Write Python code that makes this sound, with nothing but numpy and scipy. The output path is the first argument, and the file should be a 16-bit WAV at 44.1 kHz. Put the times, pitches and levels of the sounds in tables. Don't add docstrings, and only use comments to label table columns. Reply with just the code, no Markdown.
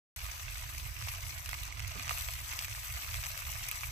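import sys
import numpy as np
from scipy import signal
from scipy.fft import rfft, irfft, next_fast_len
from scipy.io import wavfile
from scipy.ndimage import uniform_filter1d, map_coordinates

SR = 44100
rng = np.random.default_rng(int(sys.argv[2]) if len(sys.argv) > 2 else 0)


def elevation(decibels):
    levels = np.asarray(decibels, float)
    return 10 ** (levels / 20)


def int16_out(signal):
    q = np.round(np.clip(np.atleast_2d(signal).T, -1, 1) * 32767)
    wavfile.write(sys.argv[1], SR, q.astype(np.int16))


N = 172431
START_S = .1617

# time_s, vigour_db, fine_spatter_over_it_db
BOIL_COURSE = [(.16, -50, -3.5), (.45, -51.5, -5), (.6, -51, -4.5), (.9, -52, -1), (1.1, -49.5, -4.5),
               (1.4, -52.5, -1), (1.63, -51, -4.5), (1.74, -53, -12.5), (1.9, -50, -9), (2.095, -49, -9),
               (2.11, -46, -1.5), (2.19, -48, 3), (2.36, -50, -2), (2.9, -50, -1), (3.25, -49.5, 1),
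               (3.45, -49.5, -0.5), (3.7, -48.5, -3), (3.91, -51, -1)]
# start_s, peak_db, tilt_db_per_octave (bubble size), splutter_0_to_1
BIG_POPS = [(0.254, -20, -5, 0.6), (0.544, -18, 1, 0.3), (0.5804, -18.5, 2, 0.6),
            (0.7796, -16.5, -0.5, 0.6), (1.0236, -16.5, -6, 0.1), (1.0843, -14, -4, 0.7),
            (1.1827, -21, -10, 0.5), (1.3045, -31, 8, 0), (1.4591, -13, -1.5, 0.54),
            (1.5303, -14, -7.5, 0.23), (1.5415, -16.5, -4, 0.6), (1.6531, -20, 1, 0),
            (1.724, -23, -1.5, 0.6), (1.7944, -20, -5, 0.7), (1.8457, -31, 1, 0.5), (2.0255, -15, 0, 0),
            (2.0931, -10, -4.5, 0.3), (2.1083, -10.5, -17.5, 0.6), (2.183, -12, 3, 0.6),
            (2.336, -12, 0, 0.2), (2.5902, -9, -3.5, 0.2), (2.6454, -13, -0.5, 0.47),
            (2.7122, -21, -6, 0.8), (3.1578, -25, -11, 0.8), (3.2376, -13.5, -4.5, 0.97),
            (3.3756, -14, -3, 0), (3.6863, -10, 6, 0.8), (3.713, -5, 2.5, 0.2), (3.8078, -17, 0, 0.3),
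            (3.8332, -14, -8.5, 0.32)]
# start_s, peak_db,
# tilt_db_per_octave
SMALL_SNAPS = [(0.2638, -19, -3), (0.396, -19, -4), (0.7617, -36, 3), (0.8709, -27, -2), (0.9767, -34, -6),
               (1.1362, -17, 4), (1.2815, -34, 9), (1.4451, -37, 6), (1.491, -16.5, -3), (1.6177, -37, 5),
               (1.8767, -16, 3), (1.915, -21, -7), (1.9955, -14, -2.5), (2.079, -15, -5), (2.085, -15, -4),
               (2.1192, -17, -4), (2.2084, -20, -3), (2.4844, -22, 5), (2.6235, -15, -3.5), (3.033, -34, 3),
               (3.1418, -16.5, -7), (3.1516, -21, -1), (3.2658, -12.5, -2), (3.4208, -23, -9),
               (3.466, -22, -8), (3.784, -33, -11), (3.856, -22, -2.5), (2.5585, -21, -1), (2.682, -19, -8),
               (2.6955, -21, -1), (2.7262, -19, -4), (3.8692, -20, -1)]
# start_s,
# peak_db, tilt_db_per_octave
TICK_RUNS = [(0.326, -40, -2), (1.073, -25, -10), (1.34, -33, -5), (1.512, -23, -0.5), (1.608, -36, -2),
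             (1.634, -22.5, 2), (1.677, -25, -1), (1.687, -33, -5), (1.763, -35, -6), (1.802, -27, -4),
             (1.968, -34, -4), (2.033, -28, -2), (2.175, -25, -2), (2.19, -28, 2), (2.263, -31, -6),
             (2.286, -21.5, -5), (2.409, -40, 6), (2.749, -28, -7), (2.892, -35, -4), (2.939, -24, -1.5),
             (3.138, -27, -1), (3.16, -33, -2), (3.213, -35, -2), (3.23, -27, -7), (3.25, -23, -4),
             (3.26, -21.5, -1.5), (3.288, -28, -3), (3.427, -30, -4), (3.496, -35, -2), (3.549, -33, -2),
             (3.609, -31, -8)]
# start_s, peak_db, pitch_hz
RINGING_CAVITIES = [(.253, -34, 1250), (.78, -35, 2460), (1.023, -35, 2450), (1.459, -34, 2450),
                    (1.53, -21.5, 2070), (1.724, -32.5, 2120), (1.794, -30.5, 2100), (1.846, -34.5, 2290),
                    (2.093, -25, 2550), (2.107, -25.5, 1200), (2.589, -28, 2600), (2.645, -33, 2510),
                    (2.749, -30, 1830), (3.142, -34, 2440), (3.152, -34, 2390), (3.16, -29.5, 2060),
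                    (3.237, -30, 2620), (3.375, -31, 2540), (3.496, -32, 900), (3.713, -30, 2500),
                    (3.833, -27, 2550)]
# frequency_hz, scatter_over_direct_db
SCATTER_SHARE = [(300, 8), (1300, -6.5), (3000, 7.5), (4500, 11.5), (6200, -2.5), (9500, 15.5), (13000, -4),
                 (15000, 8)]
# centre_hz, width_hz, gain_db
BOWL_MODES = [(656, 66, 6.5), (1002, 42, 4), (1216, 46, 5.5), (2120, 137, 2.5), (2600, 200, 3),
              (6150, 184, 3), (7020, 157, -8), (7780, 220, 5), (9260, 520, -3.5), (10320, 84, 6.5),
              (11260, 100, 1.5), (11950, 240, 6), (13040, 180, 8), (14100, 520, 1.5)]
# frequency_hz, gain_db
LEFT_PORT = [(230, -32.5), (480, -23.5), (1200, -12.5), (1700, -12), (3000, -5), (6000, 2), (9000, -1),
             (15000, -0.5)]
# frequency_hz, gain_db
RIGHT_PORT = [(230, -40.5), (480, -15.5), (1200, -1.5), (2200, 3.5), (3500, -2), (6000, -9), (9000, -12),
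              (15000, -11)]
# frequency_hz, level_db
BUMP_KNOCK = [(150, -6), (250, -5), (410, 0), (800, -16)]
# frequency_hz, level_db
BUMP_TAIL = [(120, -6), (180, 0), (270, -8), (400, -22)]
# frequency_hz, level_db_per_hz
FAN_RUMBLE = [(22, -18), (40, -4.5), (65, 1.5), (125, -8), (175, -31.5), (228, -42.5), (310, -40),
              (600, -67)]
# frequency_hz, level_db_per_hz
DUCT_AIR = [(200, -30), (260, -4), (320, -1), (400, -7), (500, -39)]
# time_s, pull_db
AIR_PULL = [(0.17, -44.5), (0.22, -46), (0.43, -51.5), (0.45, -43.5), (0.93, -44), (0.95, -49), (1.02, -40),
            (1.31, -46.5), (1.37, -40.5), (1.4, -46), (1.74, -42.5), (2.9, -48), (2.94, -42), (3.03, -48),
            (3.06, -43.5), (3.77, -46), (3.81, -52), (3.9, -41)]
# frequency_hz, correlation
PORTS_ALIKE = [(30, 1), (70, 0.99), (140, 0.68), (250, 0.88)]
# frequency_hz, floor_db
RIGHT_FLOOR = [(3000, -100), (5000, -90), (7000, -87), (12000, -88), (14500, -87), (15400, -80)]


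def unit(x):
    return x / np.sqrt(np.mean(x ** 2) + 1e-20)


def along(points, hz):
    f, v = np.transpose(points)
    return np.interp(np.log(hz + 1), np.log(f + 1), v)


def wobble(rate):
    knots = rng.standard_normal(int(N * rate / SR) + 4)
    return map_coordinates(knots, [np.arange(N) * rate / SR])


def filtered(x, response):
    m = next_fast_len(N + 8192)
    return irfft(rfft(x, m) * response(np.fft.rfftfreq(m, 1 / SR)), m)[..., :N]


def highpass(x, corner_hz):
    return filtered(x, lambda hz: 1 / (1 + (corner_hz / (hz + 1)) ** 4))


def causal(x, gain_db):
    size = 4096
    cepstrum = irfft(np.log(elevation(gain_db(np.fft.rfftfreq(size, 1 / SR)))))
    cepstrum[1:size // 2] *= 2
    cepstrum[size // 2 + 1:] = 0
    return signal.fftconvolve(x, irfft(np.exp(rfft(cepstrum))))[:N]


def bursts(count):
    size_spread_db, biggest, cycles = 4, 3.7, .8
    u, t = rng.random((count, 3)), np.arange(96) / SR
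    hz = 300 + 16500 * u[:, 1:2] ** 1.276
    size = elevation(size_spread_db * np.minimum(-np.log(u[:, 2:]), biggest)) * np.sqrt(hz / 4000)
    grains = size * np.sin(2 * np.pi * hz * t) * np.exp(-t * hz / cycles)
    at = (u[:, :1] * N).astype(int) + np.arange(len(t))
    return unit(np.bincount(at.ravel(), grains.ravel(), N + len(t))[:N])


def vigour(x):
    s, boil_db, fine_db = np.transpose(BOIL_COURSE)
    t = np.arange(N) / SR
    fine = highpass(x, 7500)
    coarse = x - fine
    clump_db = 1.57 * wobble(9) + 1.32 * wobble(45)
    fine_gain = elevation(np.interp(t, s, fine_db) + 3.2 * wobble(30.97))
    return elevation(np.interp(t, s, boil_db) + clump_db) * (coarse + fine * fine_gain)


def piece():
    bursts_per_s, hiss_db = 3600 / 6, -3.5
    crackle = bursts(int(bursts_per_s * N / SR))
    return vigour(crackle + elevation(hiss_db) * rng.standard_normal(N))


def pops(rows):
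    gain_db, pivot_hz, narrow_db = -4.5, 4300, 1.24
    snap_s, splutter_s, splutter_gain = .0004, .03, .12
    out, t = np.zeros(N + 4096), np.arange(4096) / SR
    octave = np.log2((np.fft.rfftfreq(len(t), 1 / SR) + 200) / pivot_hz)
    for s, db, tilt_db, *splutter in rows:
        lumps = uniform_filter1d(rng.standard_normal(len(t)), size=40) * np.sqrt(40)
        spit = rng.standard_normal(len(t)) * elevation(7.1 * lumps) * elevation(-60 * t / splutter_s)
        snap = (t == 0) + .25 * rng.standard_normal(len(t)) * np.exp(-t / snap_s / 2)
        x = snap / abs(snap).max() + abs(sum(splutter)) * splutter_gain * spit * (t > snap_s)
        x = irfft(rfft(np.roll(x, 64)) * elevation(tilt_db * octave - narrow_db * octave ** 2))
        out[round(s * SR) - 40:][:len(t)] += elevation(db + gain_db) * x / abs(x[:192]).max()
    return highpass(out[:N], 510)


def rings(rows):
    gain_db, rise_s, cycles = -4.5, .00076, 2
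    out, t = np.zeros(N + 512), np.arange(512) / SR
    for s, db, hz in rows:
        swell = 1 - np.exp(-(t / rise_s) ** 2)
        x = np.sin(2 * np.pi * hz * t) * swell * np.exp(-t * hz / cycles)
        out[round(s * SR):][:len(t)] += elevation(db + gain_db) * x / abs(x).max()
    return out[:N]


def paths(x, wet_db=0):
    lead_s = .00028 + .000015 * rng.standard_normal()
    scatter_s, gap_s, size = .018, .0006, 2048
    t = np.arange(size) / SR
    blocks = np.pad(x, (0, -N % size)).reshape(1, -1, size)
    tail = rng.standard_normal((2, blocks.shape[1], size)) * elevation(-60 * t / scatter_s) * (t > gap_s)
    tail = tail / np.linalg.norm(tail, axis=2, keepdims=True)
    wet = signal.fftconvolve(np.pad(blocks, ((0, 0), (0, 0), (0, 1))), tail, axes=2)
    now, later = wet[..., :size].reshape(2, -1), wet[..., size:].reshape(2, -1)
    scatter = now[:, :N] + np.pad(later, ((0, 0), (size, 0)))[:, :N]
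    port = np.array([[0], [1]])
    direct = filtered(x, lambda hz: np.exp(-2j * np.pi * hz * lead_s * port))

    def direct_share(hz):
        return 1 / (1 + elevation(2 * along(SCATTER_SHARE, hz) + 2 * wet_db))

    return (filtered(direct, lambda hz: np.sqrt(direct_share(hz)))
            + filtered(scatter, lambda hz: np.sqrt(1 - direct_share(hz))))


def patchy(x):
    z = signal.stft(x, nperseg=512)[2]
    field = uniform_filter1d(rng.standard_normal(z.shape[1:]), size=12, axis=0)
    field = uniform_filter1d(field, size=10, axis=1)
    return signal.istft(z * elevation(.5 * unit(field)), nperseg=512)[1][:, :N]


def bowl_db(hz):
    return sum(db * np.exp(-((hz - c) / w) ** 2 / 2) for c, w, db in BOWL_MODES)


def frying():
    pan = patchy(sum(paths(piece()) for _ in range(6)))
    ticks = [(s, db + 8, tilt_db) for s, db, tilt_db in TICK_RUNS]
    snapping = BIG_POPS + SMALL_SNAPS + ticks
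    for k in range(3):
        pan = pan + paths(pops(snapping[k::3]) + rings(RINGING_CAVITIES[k::3]), wet_db=-12)
    ports = zip(pan, (LEFT_PORT, RIGHT_PORT))
    return np.array([causal(x, lambda hz: along(port, hz) + bowl_db(hz)) for x, port in ports])


def low_pair(spectrum):
    def mid_side(hz):
        turn = np.arccos(np.clip(along(PORTS_ALIKE, hz), -1, 1)) / 2
        return elevation(along(spectrum, hz)) * np.array([np.cos(turn), np.sin(turn)])

    pan_db = -7
    mid, side = filtered(rng.standard_normal((2, N)), mid_side)
    return unit(np.array([mid + side, mid - side])) * elevation([[pan_db / 2], [-pan_db / 2]])


def thud():
    start_s, rise_s = 1.952, .0016
    t = np.maximum(np.arange(N) / SR - start_s, 0)
    out = 0
    for db, t60_s, body in ((-51, .12, BUMP_KNOCK), (-53, .45, BUMP_TAIL)):
        out = out + elevation(db - 60 * t / t60_s) * low_pair([(60, -60)] + body + [(2000, -67)])
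    return (1 - np.exp(-t / rise_s)) * out


def fan():
    hum_hz, hum_db, settle_s = 119.7, -62.5, .003
    t = np.arange(N) / SR
    hum = elevation(hum_db + wobble(1.6)) * np.sin(2 * np.pi * hum_hz * t + .26 * wobble(5.7))
    pull_db = np.interp(t, *np.transpose(AIR_PULL))
    air = elevation(-1.5 + pull_db + 1.5 * wobble(16)) * low_pair(FAN_RUMBLE)
    duct = elevation(-77 + 4 * wobble(7)) * low_pair([(60, -90)] + DUCT_AIR + [(900, -90)])
    return (air + duct + hum * elevation([[-2], [2]])) * np.clip((t - START_S) / settle_s, 0, 1)


def scene():
    return frying() + thud() + fan()


def muted(x):
    hz, _, z = signal.stft(x, SR, "cosine", nperseg=2048)
    width = 8
    power = (abs(z[1, :-1]) ** 2).reshape(-1, width, z.shape[-1]).mean(axis=1)
    floor = elevation(2 * along(RIGHT_FLOOR, hz[width // 2::width]))
    z[1, :-1] *= np.repeat(power > floor[:, None], width, axis=0)
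    return signal.istft(z, SR, "cosine", nperseg=2048)[1][:, :N]


def low_pass(x):
    return signal.sosfilt(signal.butter(12, 16500, fs=SR, output="sos"), x)


def record(dry):
    limited = filtered(dry, lambda hz: hz < 15450)
    mix = muted(limited) * (np.arange(N) > START_S * SR)
    return low_pass(mix)


dry = scene()
out = record(dry)
int16_out(out)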